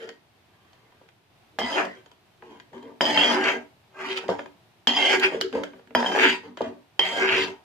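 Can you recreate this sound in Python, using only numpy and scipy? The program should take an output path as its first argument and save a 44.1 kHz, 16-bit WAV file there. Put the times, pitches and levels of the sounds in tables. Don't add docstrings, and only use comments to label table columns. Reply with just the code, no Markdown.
import sys
import numpy as np
from scipy import signal
from scipy.fft import rfft, irfft, next_fast_len
from scipy.io import wavfile
from scipy.ndimage import uniform_filter1d

SR = 44100
rng = np.random.default_rng(int(sys.argv[2]) if len(sys.argv) > 2 else 0)


def level_to_linear(level):
    exponent = np.asarray(level, float) / 20
    return 10 ** exponent


def persist_wave(psi):
    counts = np.round(np.clip(psi, -1, 1) * 32767).astype(np.int16)
    wavfile.write(sys.argv[1], SR, np.atleast_2d(counts).T)


N = 336914
SIDES = np.array([[1], [-1]])


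def rms_one(x):
    return x / np.sqrt(np.mean(x ** 2) + 1e-20)


def at_hz(points, hz):
    pitch, level = np.array(points)[:, 0], np.array(points)[:, 1]
    return np.interp(np.log(np.maximum(hz, 1)), np.log(pitch), level)


def drift(rate):
    r = np.exp(-80 * np.pi * rate / SR)
    noise = rng.standard_normal(N // 40 + 2002)
    slow = signal.lfilter([1], [1, -2 * r, r * r], noise)[2000:]
    return np.interp(np.arange(N) / 40, np.arange(len(slow)), rms_one(slow))


# (pitch [Hz], level per Hz [dB])
HUM = [(12, -38.5), (20, -8.5), (27, -30), (59, -15), (101, -1), (308, -12.5), (335, -7), (510, -15.5),
       (693, -10), (1250, -17.5), (1950, -19), (2650, -19), (3800, -22), (7030, -33.5), (15800, -36.5)]
# (pitch [Hz], side minus middle [dB])
HUM_SIDE = [(60, -14), (200, -8.5), (700, -4), (1500, -1), (15000, 0.5)]


def hum():
    size = next_fast_len(N)
    hz = np.arange(size // 2 + 1) * SR / size
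    width = np.array([np.ones(len(hz)), level_to_linear(at_hz(HUM_SIDE, hz))])
    noise = rfft(rng.standard_normal((2, size)))
    mid, side = irfft(noise * level_to_linear(at_hz(HUM, hz)) * width, size)[:, :N]
    level = level_to_linear(-62) * level_to_linear(.8 * drift(3)) / np.std(mid)
    return level * np.array([mid + side, mid - side])


def kitchen(x):
    t60_s, level_db, cut_hz = 0.25, -10.5, 8200
    t = np.arange(SR // 2) / SR
    noise = rng.standard_normal((2, len(t)))
    bass = signal.butter(2, 500, fs=SR, output="sos")
    common = signal.sosfilt(bass, noise[0] - noise[1])
    tail = np.array([noise[0], noise[1] + common]) * level_to_linear(-60 * t / t60_s) * (t > .004)
    tail = signal.sosfilt(signal.butter(1, cut_hz, fs=SR, output="sos"), tail)
    tail = tail / np.sqrt(np.sum(tail ** 2) / 2)
    return level_to_linear(level_db) * signal.oaconvolve(x, tail, axes=1)[:, :N]


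# (pitch [Hz], left minus right [dB])
LEAN = [(200, -2), (600, 2.5), (2000, 0), (5000, -2), (12000, -16)]
# (pitch [Hz], phase [rad])
PHASE_SPREAD = [(200, 0.15), (600, 0.29), (1500, 2.19), (5000, 1.94)]


def left_right(hz, chance, share):
    phase = share * SIDES * at_hz(PHASE_SPREAD, hz) * chance
    return level_to_linear(SIDES * at_hz(LEAN, hz) / 2) * np.exp(1j * phase)


def part(modes, band_hz):
    hz, width, db = np.transpose(modes)
    t = np.arange(SR // 8) / SR
    rings = np.exp(np.outer(2j * np.pi * hz - np.pi * np.abs(width), t))
    rings = rings * (1 - np.exp(-np.outer(hz, t) / 0.39))
    edges = np.clip(band_hz, 20, .45 * SR)
    radiates = signal.butter(3, edges, "band", fs=SR, output="sos")
    rings = signal.sosfilt(radiates, rings).astype(np.complex64)

    def touch(lead_hz, spot_db):
        chance = rng.standard_normal((3, len(hz)))
        lead_db = 7.0 * np.exp(-(np.log(hz / max(lead_hz, 1)) / 0.19) ** 2)
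        level = level_to_linear(db + lead_db + spot_db * chance[0])
        strength = np.sqrt(np.abs(width)) * level * np.sign(chance[1])
        ways = left_right(hz, chance[2], share=.5)
        pair = ((strength * ways).astype(np.complex64) @ rings).imag
        return pair / np.sqrt(np.sum(pair ** 2) / 2)
    return touch


# (pitch [Hz], level per Hz [dB])
SHEET = [(88, -49), (150, -9.5), (290, -19), (948, -13.5), (1240, -16.5), (1600, -14.5), (3160, -10.5),
         (3910, -27), (5030, -24.5), (15500, -47)]


def crowd(low_hz, high_hz, width_hz, level_db, count):
    hz = low_hz * (high_hz / low_hz) ** rng.random(count)
    db = at_hz(SHEET, hz) + 10 * np.log10(hz)
    return list(zip(hz, np.full(count, width_hz), db - db.max() + level_db))


# (pitch [Hz], width [Hz], level [dB])
BOWL = [(45, 44, -43), (93, 23, -13.5), (189.3, 11, -8.5), (242.8, 11, -2.5), (286.4, 6.5, 0.5),
        (380, 21.7, 2.5), (455, 20, 4.5)]
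WALL = [(562.4, 54, 9.5), (609.4, 13, -9), (650, 20, 1.5), (754.4, 34, -2), (875.7, 39, 0), (950, 91, 4.5),
        (1010, 160, -7.5)]
RIM = [(1320, 87, 8), (1453, 51, 1.5), (1599, 84, 7.5), (1720, 44, -9.5), (1869, 10, -2.5), (2057, 60, 6),
       (2228, 8.1, -5.5), (2437, 29, 0.5), (2600, 54, -42.5), (2752, 180, 10)]
BLADE = [(3025, 130, 6.5), (3090, 52, 1), (3171, 41, 9.5), (3350, 22, -37.5), (3330, 12, -25)]
EDGE = [(4920, 42, 0.5), (5680, 34, -6), (6403, 48, -5.5), (6824, 71, -6.5), (7910, 28, -14.5),
        (8460, 91, -16), (8970, 44, -27.5), (9500, 64, -20.5), (9770, 50, -19.5), (10300, 56, -22),
        (11500, 45, -29), (12300, 45, -29.5), (12600, 120, -28), (14700, 40, -28), (13700, 45, -30),
        (14410, 150, -29), (14900, 57, -24)]
# (lowest [Hz], highest [Hz])
PART_BANDS = [(75, 810), (485, 1540), (1354, 2590), (3510, 5510), (2670, 3490), (4470, 24000)]


def parts():
    bowl = BOWL + crowd(160, 500, 26, -26.0, count=6)
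    wall = WALL + crowd(504.0, 1243.0, 45, -3.5, count=30)
    rim = RIM + crowd(1202, 3185, 96, -2.1, count=60)
    crust = crowd(3194, 4800, 120, 0, count=30)
    blade = BLADE + crowd(2750, 3500, 38, -1.5, count=16)
    edge = EDGE + crowd(4756, 7434, 120, -11.5, count=45)
    edge = edge + crowd(7600, 11000, 25, -27.5, count=16) + crowd(11000, 15000, 60, -36, count=26)
    return [part(m, band) for m, band in zip([bowl, wall, rim, crust, blade, edge], PART_BANDS)]


# (pitch [Hz], width [Hz], level [dB])
SNAP = [(1520, 720, 15.5), (2296, 310, 1), (3104, 3200, -8.5)]


def snap(low_hz):
    t = np.arange(400) / SR
    cycles = np.zeros(len(t))
    for hz, width, db in SNAP:
        cycles += level_to_linear(db) * np.exp(-np.pi * width * t) * np.sin(2 * np.pi * hz * t)
    cycles = signal.sosfilt(signal.butter(3, [low_hz, 4300], "band", fs=SR, output="sos"), cycles)
    return cycles / np.abs(cycles).max()


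# (middle [s], half length [s], level [dB], pitch [Hz])
NOTES = [(.05, 0.068, -45.5, 455), (0.038, 0.057, -60, 1387), (1.635, 0.022, -37, 3140),
         (1.655, 0.046, -41, 1996), (1.75, 0.013, -36.5, 3150), (1.699, 0.08, -47, 4920),
         (2.501, 0.075, -55, 364), (2.811, 0.05, -64, 950), (2.85, 0.027, -63, 3170),
         (3.07, 0.021, -46, 3160), (3.016, 0.0052, -28.5, 4920), (3.13, 0.054, -35.5, 3150),
         (3.193, 0.045, -30, 2740), (3.241, 0.02, -22.5, 3310), (3.29, 0.024, -28.5, 3200),
         (3.15, 0.055, -31, 870), (3.202, 0.058, -31.5, 294), (3.34, 0.056, -32, 242),
         (3.36, 0.061, -38, 289), (3.388, 0.03, -26.5, 380), (3.468, 0.023, -31, 380),
         (3.551, 0.04, -40, 386), (3.44, 0.13, -35, 1612), (3.981, 0.027, -51.5, 1594),
         (4.09, 0.1, -38, 380), (4.965, .02, -40, 4920), (5.06, 0.039, -26.5, 3193),
         (5.046, 0.045, -29, 2107), (5.13, 0.052, -30.5, 2053), (5.02, 0.059, -35.5, 2720),
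         (5.136, 0.061, -32.5, 1625), (5.19, 0.034, -30, 380), (5.268, 0.024, -29.5, 380),
         (5.358, 0.011, -33.5, 380), (5.442, 0.023, -36, 380), (5.99, 0.036, -57, 3150),
         (6.11, 0.075, -40, 3133), (6.16, 0.036, -35, 1627), (6.246, 0.053, -28, 1620),
         (6.244, 0.041, -22, 375), (6.333, 0.058, -37, 379.5), (6.272, 0.059, -31.5, 2058),
         (7.1, 0.043, -44.5, 3250), (7.17, 0.021, -35, 3180), (7.25, 0.084, -33, 1612),
         (7.264, 0.063, -30, 382.4), (7.381, 0.071, -33, 381), (7.396, 0.034, -33, 2092),
         (7.479, 0.054, -37.5, 385)]
# (middle [s], half length [s], level [dB], pitch [Hz])
RASPS = [(1.79, 0.034, -30.5, 800), (1.8, 0.023, -33.5, 1300), (1.62, 0.049, -46, 747),
         (1.9, 0.042, -48, 1910), (3.48, 0.032, -30, 2600), (3.22, 0.086, -31.5, 2000),
         (3.3, 0.064, -44, 5900), (4.05, 0.074, -44, 1203), (4.06, 0.024, -53, 2496),
         (4.12, .03, -48.5, 3890), (4.18, 0.011, -57, 4460), (5.25, 0.019, -24, 2600),
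         (6.25, 0.066, -33, 289.8), (6.27, 0.045, -29, 3000), (6.33, 0.027, -37.5, 2482),
         (7.05, 0.064, -33, 2085), (7.33, 0.061, -28, 2600), (7.4, 0.043, -42, 3700),
         (7.44, 0.026, -43, 4470), (.75, 0.33, -73, 1100), (3.4, 0.033, -61, 5000), (5.1, 0.044, -52, 4030),
         (1.65, .05, -52, 3980)]


def rubbed(rows, rough, width_share, count):
    out = np.zeros((2, N + 2 * SR))
    span = np.arange(-SR // 4, SR // 4) / SR
    chance = rng.standard_normal((len(rows), 2, count))
    for (middle, half, db, hz), (a, b) in zip(rows, chance):
        steps = (span - span[0]) * (width_share * hz * 2 + 24)
        grit = rough * (hz / 1000) ** .4
        wander = np.interp(steps, np.arange(count), a + 1j * b)
        uneven = (1 + grit * wander) / max(grit, 1)
        ways = left_right(hz, a[-1], share=.25)
        tone = (ways * uneven * np.exp(2j * np.pi * hz * span)).imag
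        start = SR + round((middle + span[0]) * SR)
        out[:, start:start + len(span)] += level_to_linear(db + 3 - 6 * abs(span / half) ** 3) * tone
    for landing, *_ in SLIDES:
        out[:, SR + round((landing - .1) * SR):SR + round(landing * SR)] = 0
    return out[:, SR:SR + N]


# (time [s], peak level [dB], hiss level [dB])
CRACKS = [(1.5865, -31, -39), (3.0082, -13.5, -36), (3.0544, -20, -56), (3.1742, -19, -51.5),
          (4.238, -50, -59), (4.8712, -15.5, -43.5), (5.197, -30, -35.5), (5.4129, -18, -32.5),
          (5.528, -33, -62.5), (5.635, -24, -60), (5.9502, -7.5, -31), (6.1193, -19, -62),
          (6.9929, -24, -52.5)]


def cracks():
    hiss_s, hiss_hz = 0.0064, 7500
    out, t = np.zeros((2, N)), np.arange(SR // 8) / SR
    shape = -snap(low_hz=600)
    high = signal.butter(3, hiss_hz, "high", fs=SR, output="sos")
    quieter_left = np.array([[12.0], [0]])
    for s, db, hiss_db in CRACKS:
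        start = round(s * SR)
        out[:, start:start + len(shape)] += level_to_linear(db) * shape
        noise = rng.standard_normal((2, len(t))) * np.exp(-t / hiss_s)
        out[:, start:start + len(t)] += level_to_linear(hiss_db - quieter_left) * signal.sosfilt(high, noise)
    return out


# (time [s], peak level [dB])
JUDDERS = [(1.7806, -25), (1.7845, -16), (1.788, -25), (1.7926, -16), (1.7955, -23), (1.797, -20),
           (1.809, -20), (1.8174, -25), (3.447, -22), (3.4585, -13.5), (3.4612, -11), (3.47, -17),
           (3.4775, -18), (3.483, -16), (3.488, -17), (3.4902, -7), (3.499, -11), (3.5027, -20),
           (5.226, -16), (5.2316, -14), (5.2354, -8), (5.2454, -17), (5.249, -22), (5.257, -11),
           (5.263, -15.5), (6.189, -6.5), (6.197, -4.5), (6.207, -9), (6.2158, -8), (6.2233, -15),
           (6.23, -14), (6.2383, -7), (6.246, -8), (6.253, 0), (6.256, -12.5), (6.259, -10), (6.2637, -5),
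           (6.272, -11), (6.2774, -12.5), (6.282, -17), (6.2892, -18), (6.293, -5), (6.2994, -7.5),
           (7.224, -14), (7.276, -13), (7.283, -13), (7.2895, -6.5), (7.2955, -10), (7.299, -19),
           (7.3217, -14), (7.324, -19), (7.331, -16), (7.3337, -15), (7.3395, -17), (7.344, -11),
           (7.3548, -15), (7.364, -21), (7.369, -22), (7.385, -20), (7.389, -22)]


def judders():
    s, db = np.transpose(JUDDERS)
    clicks = np.zeros(N)
    clicks[np.round(s * SR).astype(int)] = level_to_linear(db - 2)
    left = np.convolve(clicks, snap(low_hz=1594))[:N]
    return np.array([left, np.roll(left, 5)])


# (strongest [s], rise [s], fall [s], level [dB], height [0-1])
CLIMBS = [(1.789, 0.038, 0.053, -22.5, 0.06), (3.208, 0.044, 0.029, -26.5, 0.48),
          (3.38, 0.1, 0.024, -27, 0), (3.487, 0.11, 0.058, -23, 0.35), (4.024, 0.054, 0.22, -36.5, 0.37),
          (4.12, 0.064, 0.032, -35.5, 0.96), (4.176, 0.019, 0.013, -32, 1.04),
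          (5.031, 0.076, 0.047, -33, 0.6), (5.14, 0.047, 0.025, -20.5, 0.49),
          (5.239, 0.026, 0.035, -19.5, 0.48), (6.247, 0.077, 0.025, -18.5, 0.57),
          (6.299, 0.056, 0.048, -26.5, 0.96), (7.051, 0.016, 0.039, -32, 0.91),
          (7.249, 0.092, 0.025, -25, 0.2), (7.322, 0.076, 0.12, -26, 0.35), (7.409, 0.14, 0.062, -29.5, 1)]


def chatter(per_s, jitter, size_db, level_db):
    gaps, t = rng.standard_normal((2000, 2)), np.arange(N) / SR
    at = (np.cumsum(np.exp(jitter * gaps[:, 0])) * SR / per_s).astype(int)
    clicks, left = np.zeros(N), np.zeros(N)
    clicks[at[at < N]] = level_to_linear(size_db * gaps[at < N, 1])
    for top, rise, fall, db, height in CLIMBS:
        span = slice(round((top - .25) * SR), round((top + .25) * SR))
        away = np.where(t[span] < top, (top - t[span]) / rise, (t[span] - top) / fall)
        shape = snap(low_hz=500 + 1800 * np.clip(height, 0, 1))
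        shape = shape / np.sqrt(np.sum(shape ** 2) * per_s / SR)
        left[span] += np.convolve(clicks[span] * level_to_linear(db - 17.0 * away ** 1.2), shape)[:len(away)]
    return level_to_linear(level_db) * np.array([left, np.roll(left, 5)])


# (time [s], peak level [dB])
PINGS = [(1.727, -26), (3.0092, -14), (3.0535, -11.5), (3.174, -9.5), (3.21, -12), (3.236, -17),
         (4.8722, -8.5), (5.052, -12.5), (5.9501, -17.5), (6.062, -20), (6.9928, -8.5), (7.022, -19)]


def pings(bodies):
    out, t = np.zeros((2, N + SR)), np.arange(SR // 8) / SR
    hz, decay_s = 3150, 0.012
    clean = -level_to_linear(-2.5) * np.sin(2 * np.pi * hz * t) * np.exp(-t / decay_s) * np.minimum(t * hz, 1)
    clean = np.array([clean, np.roll(clean, 3)])
    for s, db in PINGS:
        ring = bodies[4](3160, spot_db=2.5) + level_to_linear(-23.5) * bodies[5](4900, spot_db=2.5)
        start = round(s * SR)
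        out[:, start:start + len(t)] += level_to_linear(db) * (level_to_linear(-3.5) * ring / np.abs(ring).max() + clean)
    return out[:, :N]


# (time [s], peak level [dB])
SKIPS = [(1.5872, -15.5), (1.616, -19), (3.0081, -11), (4.2895, -24), (4.8717, -14.5), (5.9501, -5),
         (6.9929, -18), (6.028, -11.5), (6.045, -12.5), (6.061, -16), (6.1195, -13), (6.15, -11),
         (6.162, -11), (6.197, -16.5), (6.178, -13), (4.238, -48), (4.391, -27.5), (2.731, -38),
         (3.086, -16), (3.047, -21.5), (5.712, -47), (5.796, -40.5)]


def skips(bodies, leading_hz):
    out, t = np.zeros((2, N + SR)), np.arange(SR // 8) / SR
    dent = level_to_linear(-1) * np.sin(2 * np.pi * 850 * t) + level_to_linear(-9) * np.sin(2 * np.pi * 1697 * t)
    dent = -dent * np.exp(-t / 0.0024)
    dent = signal.sosfilt(signal.butter(2, [350, 4000], "band", fs=SR, output="sos"), dent)
    for s, db in SKIPS:
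        ring = bodies[1](800, spot_db=3.5) + level_to_linear(-12.5) * bodies[2](leading_hz(s)[2], spot_db=3.5)
        ring = ring * np.exp(-t / .004)
        start = round(s * SR)
        out[:, start:start + len(t)] += level_to_linear(db) * (level_to_linear(-4.5) * ring / np.abs(ring).max() + dent)
    return out[:, :N]


# (time [s], peak level [dB], blade level [dB])
KNOCKS = [(0.731, -43.5, -6.5), (0.923, -45, -23), (1.5871, -15.5, -8), (2.06, -38, -9.5), (2.115, -40, -7),
          (2.423, -29.5, -30), (2.828, -41, -7), (3.0079, -7, -22), (4.2815, -23.5, -9.5),
          (4.392, -18, -20), (4.459, -27, -19), (4.8715, -9.5, -3.5), (5.527, -25, -11),
          (5.734, -32.5, -42), (5.907, -33, -25.5), (5.9499, -13, -20), (6.572, -24, -11.5),
          (6.9927, -14.5, -5.5)]
# (time [s], peak level [dB], blade level [dB])
CATCHES = [(0.09, -20.5, -12), (1.088, -35.5, -16), (1.851, -32, -1), (2.599, -25.5, -16.5),
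           (2.779, -34, -15), (3.047, -25, -18), (3.174, -3, -32), (4.172, -29.5, 5), (5.197, -22, 0.5),
           (3.44, -24.5, 2), (6.617, -25.5, -7.5), (5.4112, -8.5, -5), (5.635, -12.5, -14.5),
           (5.873, -35, -21)]
# (time [s], peak level [dB], blade level [dB])
THUMPS = [
    (1.012, -49, -20),
    (2.73, -49.5, -15),
    (4.238, -35.5, -29),
    (4.2892, -18, -21),
    (4.3005, -27.5, -6),
    (5.343, -31, -25),
    (5.552, -22, -29.5),
    (6.6063, -18, -33),
]


def blows(bodies, leading_hz):
    out, t = np.zeros((2, N + SR)), np.arange(SR // 8) / SR
    damping = (1 + 0.38 * np.exp(-t / 0.00098)) * np.exp(-t / 0.41)
    crack = -level_to_linear(-4.5) * snap(low_hz=445)
    thump_hz, thump_s = 542, 0.0038
    thump = -level_to_linear(6.5) * np.sin(2 * np.pi * thump_hz * t) * np.exp(-t / thump_s)
    thump = thump * np.minimum(t * thump_hz, 1)
    thump = signal.sosfilt(signal.butter(2, 220, "high", fs=SR, output="sos"), thump)
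    # blows, thud [dB], rim [dB], first sound
    kinds = [(KNOCKS, -6.5, 0, crack), (CATCHES, -21, 0, crack), (THUMPS, 3, -7, thump)]
    for rows, thud_db, rim_db, first in kinds:
        for s, peak_db, blade_db in rows:
            rings = [touch(hz, spot_db=5.5) for touch, hz in zip(bodies, leading_hz(s + 0.0067))]
            bowl, wall, rim, crust, blade, edge = rings
            sound = level_to_linear(thud_db + 16.5) * (level_to_linear(-2) * bowl + wall) + level_to_linear(4.5 + rim_db) * rim
            sound = sound + level_to_linear(blade_db + 12.5) * (blade + level_to_linear(-1.0) * crust + level_to_linear(-6.5) * edge)
            start = round((s + 0.00021) * SR)
            out[:, start:start + len(t)] += level_to_linear(peak_db) * sound * damping
            out[:, start:start + len(first)] += level_to_linear(peak_db + min(thud_db, 0) / 2) * first
    return out[:, :N]


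FADE_SPEED = [1.26, 0.9, 1.43, 1.2, 2.1, 1.08]
# (start [s], hold [s], level [dB], brightness [dB], wall pitch [Hz])
ROCKS = [(0, 0.04, -44, 13.5, 600), (0.07, 0.0064, -42.5, 7, 600), (0.534, 0.53, -66, 12, 750),
         (1.848, 0.12, -50, 12, 950), (2.423, 0.15, -48.5, 4, 910), (2.728, 0.039, -40.5, 2, 950),
         (2.823, 0.062, -39, -4, 950), (3.532, 0.017, -34, 3, 720), (4.291, 0.005, -22, 3.5, 540),
         (4.383, 0.013, -46.5, 15, 600), (5.311, 0.044, -29, 3, 546), (5.404, 0.0072, -40.5, 19.5, 550),
         (5.524, 0.02, -33.5, 5.5, 800), (5.548, 0.012, -21.5, 0, 555), (5.629, 0.013, -48, 12.5, 600),
         (5.701, 0.11, -56, 8, 650), (6.429, 0.029, -44, 7.5, 895), (6.569, 0.013, -46, 16, 700),
         (6.605, 0.059, -28.5, -2.5, 600)]
ROCK_MIX = [-4, -8.5, -16.5, -28, -23.5, -31.5]


def rocking(t, fade):
    for start, hold, db, bright_db, wall_hz in ROCKS:
        mix = np.add(ROCK_MIX, bright_db * (np.arange(6) >= 2))
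        dying_db = 204 * fade * np.maximum(t - start - hold, 0)
        yield (t >= start) * level_to_linear(mix[:, None] + db - dying_db), [332, wall_hz, 1710]


# (strongest [s], half length [s], level [dB], pitch [Hz])
GROANS = [(0.025, 0.073, -44, 455), (1.635, 0.04, -26.5, 260), (1.862, 0.011, -34, 292),
          (2.578, 0.026, -67, 238), (2.746, 0.024, -41.5, 235), (3.33, 0.035, -41, 246),
          (3.406, 0.038, -28.5, 380), (3.549, 0.018, -24.5, 380), (4.077, 0.066, -35.5, 380),
          (4.252, 0.023, -37, 380), (5.176, 0.023, -25.5, 380), (5.357, 0.026, -43, 380),
          (5.433, 0.033, -29, 380), (5.551, 0.024, -25.5, 245), (5.747, 0.02, -45.5, 191),
          (6.13, 0.14, -29, 285), (6.236, 0.032, -23.5, 380), (6.272, 0.05, -26, 290),
          (6.47, 0.041, -40.5, 239), (7.263, 0.073, -37, 380), (7.388, 0.057, -26, 380),
          (7.475, 0.03, -35, 380)]


def groaning(t):
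    bowl = (np.arange(6) == 0)[:, None]
    for top, half, db, hz in GROANS:
        yield level_to_linear(db - 4 - 9 * abs((t - top) / half) ** 1.5) * bowl, [hz, 0, 0]


# (strongest [s], half length [s], level [dB])
SINGS = [
    (1.64, 0.018, -32),
    (1.748, 0.014, -33.5),
    (3.09, 0.025, -30),
    (3.214, 0.02, -20),
    (4.953, 0.026, -21.5),
    (5.053, 0.055, -21),
    (6.067, 0.028, -42.5),
    (7.025, 0.014, -32),
    (7.289, 0.0095, -25),
]
FREE_TONES = [0, 3160, 4900]


def singing(t):
    blade = (np.arange(6) == 4)[:, None]
    for top, half, db in SINGS:
        yield level_to_linear(db - 9 * abs((t - top) / half) ** 1.5) * blade, [0, 0, 0, *FREE_TONES]


CLIMB_MIX_LOW = [-5.5, -3, -2.5, -28, -17, -23]
CLIMB_MIX_HIGH = [-11.5, -10, 1.5, -6.5, -1.5, -12.5]
CLIMB_LEAD_LOW = [300, 754, 1700]
CLIMB_LEAD_HIGH = [409, 915, 3210]


def climbing(t, fade):
    for top, rise, fall, db, height in CLIMBS:
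        mix = np.add(CLIMB_MIX_LOW, height * np.subtract(CLIMB_MIX_HIGH, CLIMB_MIX_LOW))
        lead = np.add(CLIMB_LEAD_LOW, height * np.subtract(CLIMB_LEAD_HIGH, CLIMB_LEAD_LOW))
        away = np.where(t < top, (top - t) / rise, (t - top) / fall)
        yield level_to_linear(mix[:, None] + db - 9.24 * fade * away ** 1.6), lead


# (start [s], lift [s], first level [dB], last level [dB], blade freedom [dB])
SLIDES = [
    (1.59, 1.759, -34, -33.5, 1.5),
    (3.01, 3.334, -28, -26.5, 2),
    (4.877, 5.129, -31.5, -29, 7.5),
    (5.949, 6.17, -27.5, -32.5, -5.5),
    (6.994, 7.2, -36.5, -35, 5.5),
]
SLIDE_MIX = [-6, -0.5, -4, -13, -10, -12]
FREE_SHARE = [0.01, 0.011, 0.31, 0.75, 1.4, 0.39]
LANDING_MIX = [4.8, 6, 1.7, 4, 13, 17]
SLIDE_LEAD = [265, 759, 1880]


def sliding(t, fade):
    for start, lift, first_db, last_db, blade_db in SLIDES:
        landing = np.outer(LANDING_MIX, np.exp(-abs(t - start) / 0.0082))
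        db = np.interp(t, [start, lift], [first_db, last_db]) + landing
        mix = np.add(SLIDE_MIX, blade_db * np.array(FREE_SHARE))
        lead = np.add(SLIDE_LEAD, [0, 0, 67 * min(blade_db, 0)])
        dying_db = 292 * fade * np.maximum(t - lift, 0)
        yield (t >= start) * level_to_linear(mix[:, None] + db - dying_db), [*lead, *FREE_TONES]


def contact():
    t, fade = np.arange(0, N + 32, 32) / SR, np.array(FADE_SPEED)[:, None]
    moves = [*sliding(t, fade), *climbing(t, fade), *rocking(t, fade), *groaning(t), *singing(t)]
    power, lead = 1e-30, 0
    for gain, hz in moves:
        power = power + gain ** 2
        lead = lead + gain ** 2 * np.pad(hz, (0, 6 - len(hz)))[:, None]
    lead = lead / power
    for landing, *_ in SLIDES:
        power[:, (t > landing - .03) & (t < landing)] *= .01
    gains = [np.interp(np.arange(N) / SR, t, row) for row in np.sqrt(power)]
    return np.array(gains), lambda s: [np.interp(s, t, row) for row in lead]


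def slips(per_s, size_db, clump_db, grit):
    sizes = level_to_linear(size_db * np.minimum(rng.exponential(1, N), 2.5)) * rng.choice([-1, 1], N)
    born = rng.random(N) < per_s / SR
    force = rms_one(sizes * born) + grit * rng.standard_normal(N)
    force = force / uniform_filter1d(force ** 2, size=500) ** .35
    return rms_one(force * level_to_linear(clump_db * drift(25)))


def scrape(bodies, gains, leading_hz):
    force = slips(per_s=550, size_db=3.5, clump_db=1.15, grit=0.65)
    out = np.zeros((2, N + SR))
    hop = round(.1 * SR)
    for centre in range(0, N + hop, hop):
        at = np.arange(max(centre - hop, 0), min(centre + hop, N))
        window = np.cos(np.pi / 2 * (at - centre) / hop)
        push = force[at] * window
        loudest = at[np.argmax(abs(window) * gains[:, at].max(axis=0))]
        for gain, touch, hz in zip(gains, bodies, leading_hz(loudest / SR)):
            ring = touch(hz, spot_db=1.5)
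            if gain[at].max() > 3e-5:
                sound = signal.fftconvolve((gain[at] * push)[None], ring, axes=1)
                out[:, at[0]:at[0] + sound.shape[1]] += sound
    return out[:, :N]


def scene():
    bodies, (gains, leading_hz) = parts(), contact()
    near = scrape(bodies, gains, leading_hz) + blows(bodies, leading_hz)
    near = near + pings(bodies) + skips(bodies, leading_hz)
    near = near + chatter(per_s=200, jitter=.3, size_db=-1.0, level_db=-4.0) + judders()
    heard = near + kitchen(near) + hum()
    heard = heard + rubbed(NOTES, rough=0.66, width_share=.016, count=400)
    heard = heard + rubbed(RASPS, rough=6, width_share=.13, count=900)
    return heard + cracks()


def low_pass(x):
    return signal.sosfilt(signal.butter(12, 15350, fs=SR, output="sos"), x)


def record(dry):
    mix = signal.sosfilt(signal.butter(16, 15100, fs=SR, output="sos"), dry)
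    return low_pass(mix)


dry = scene()
out = record(dry)
persist_wave(out)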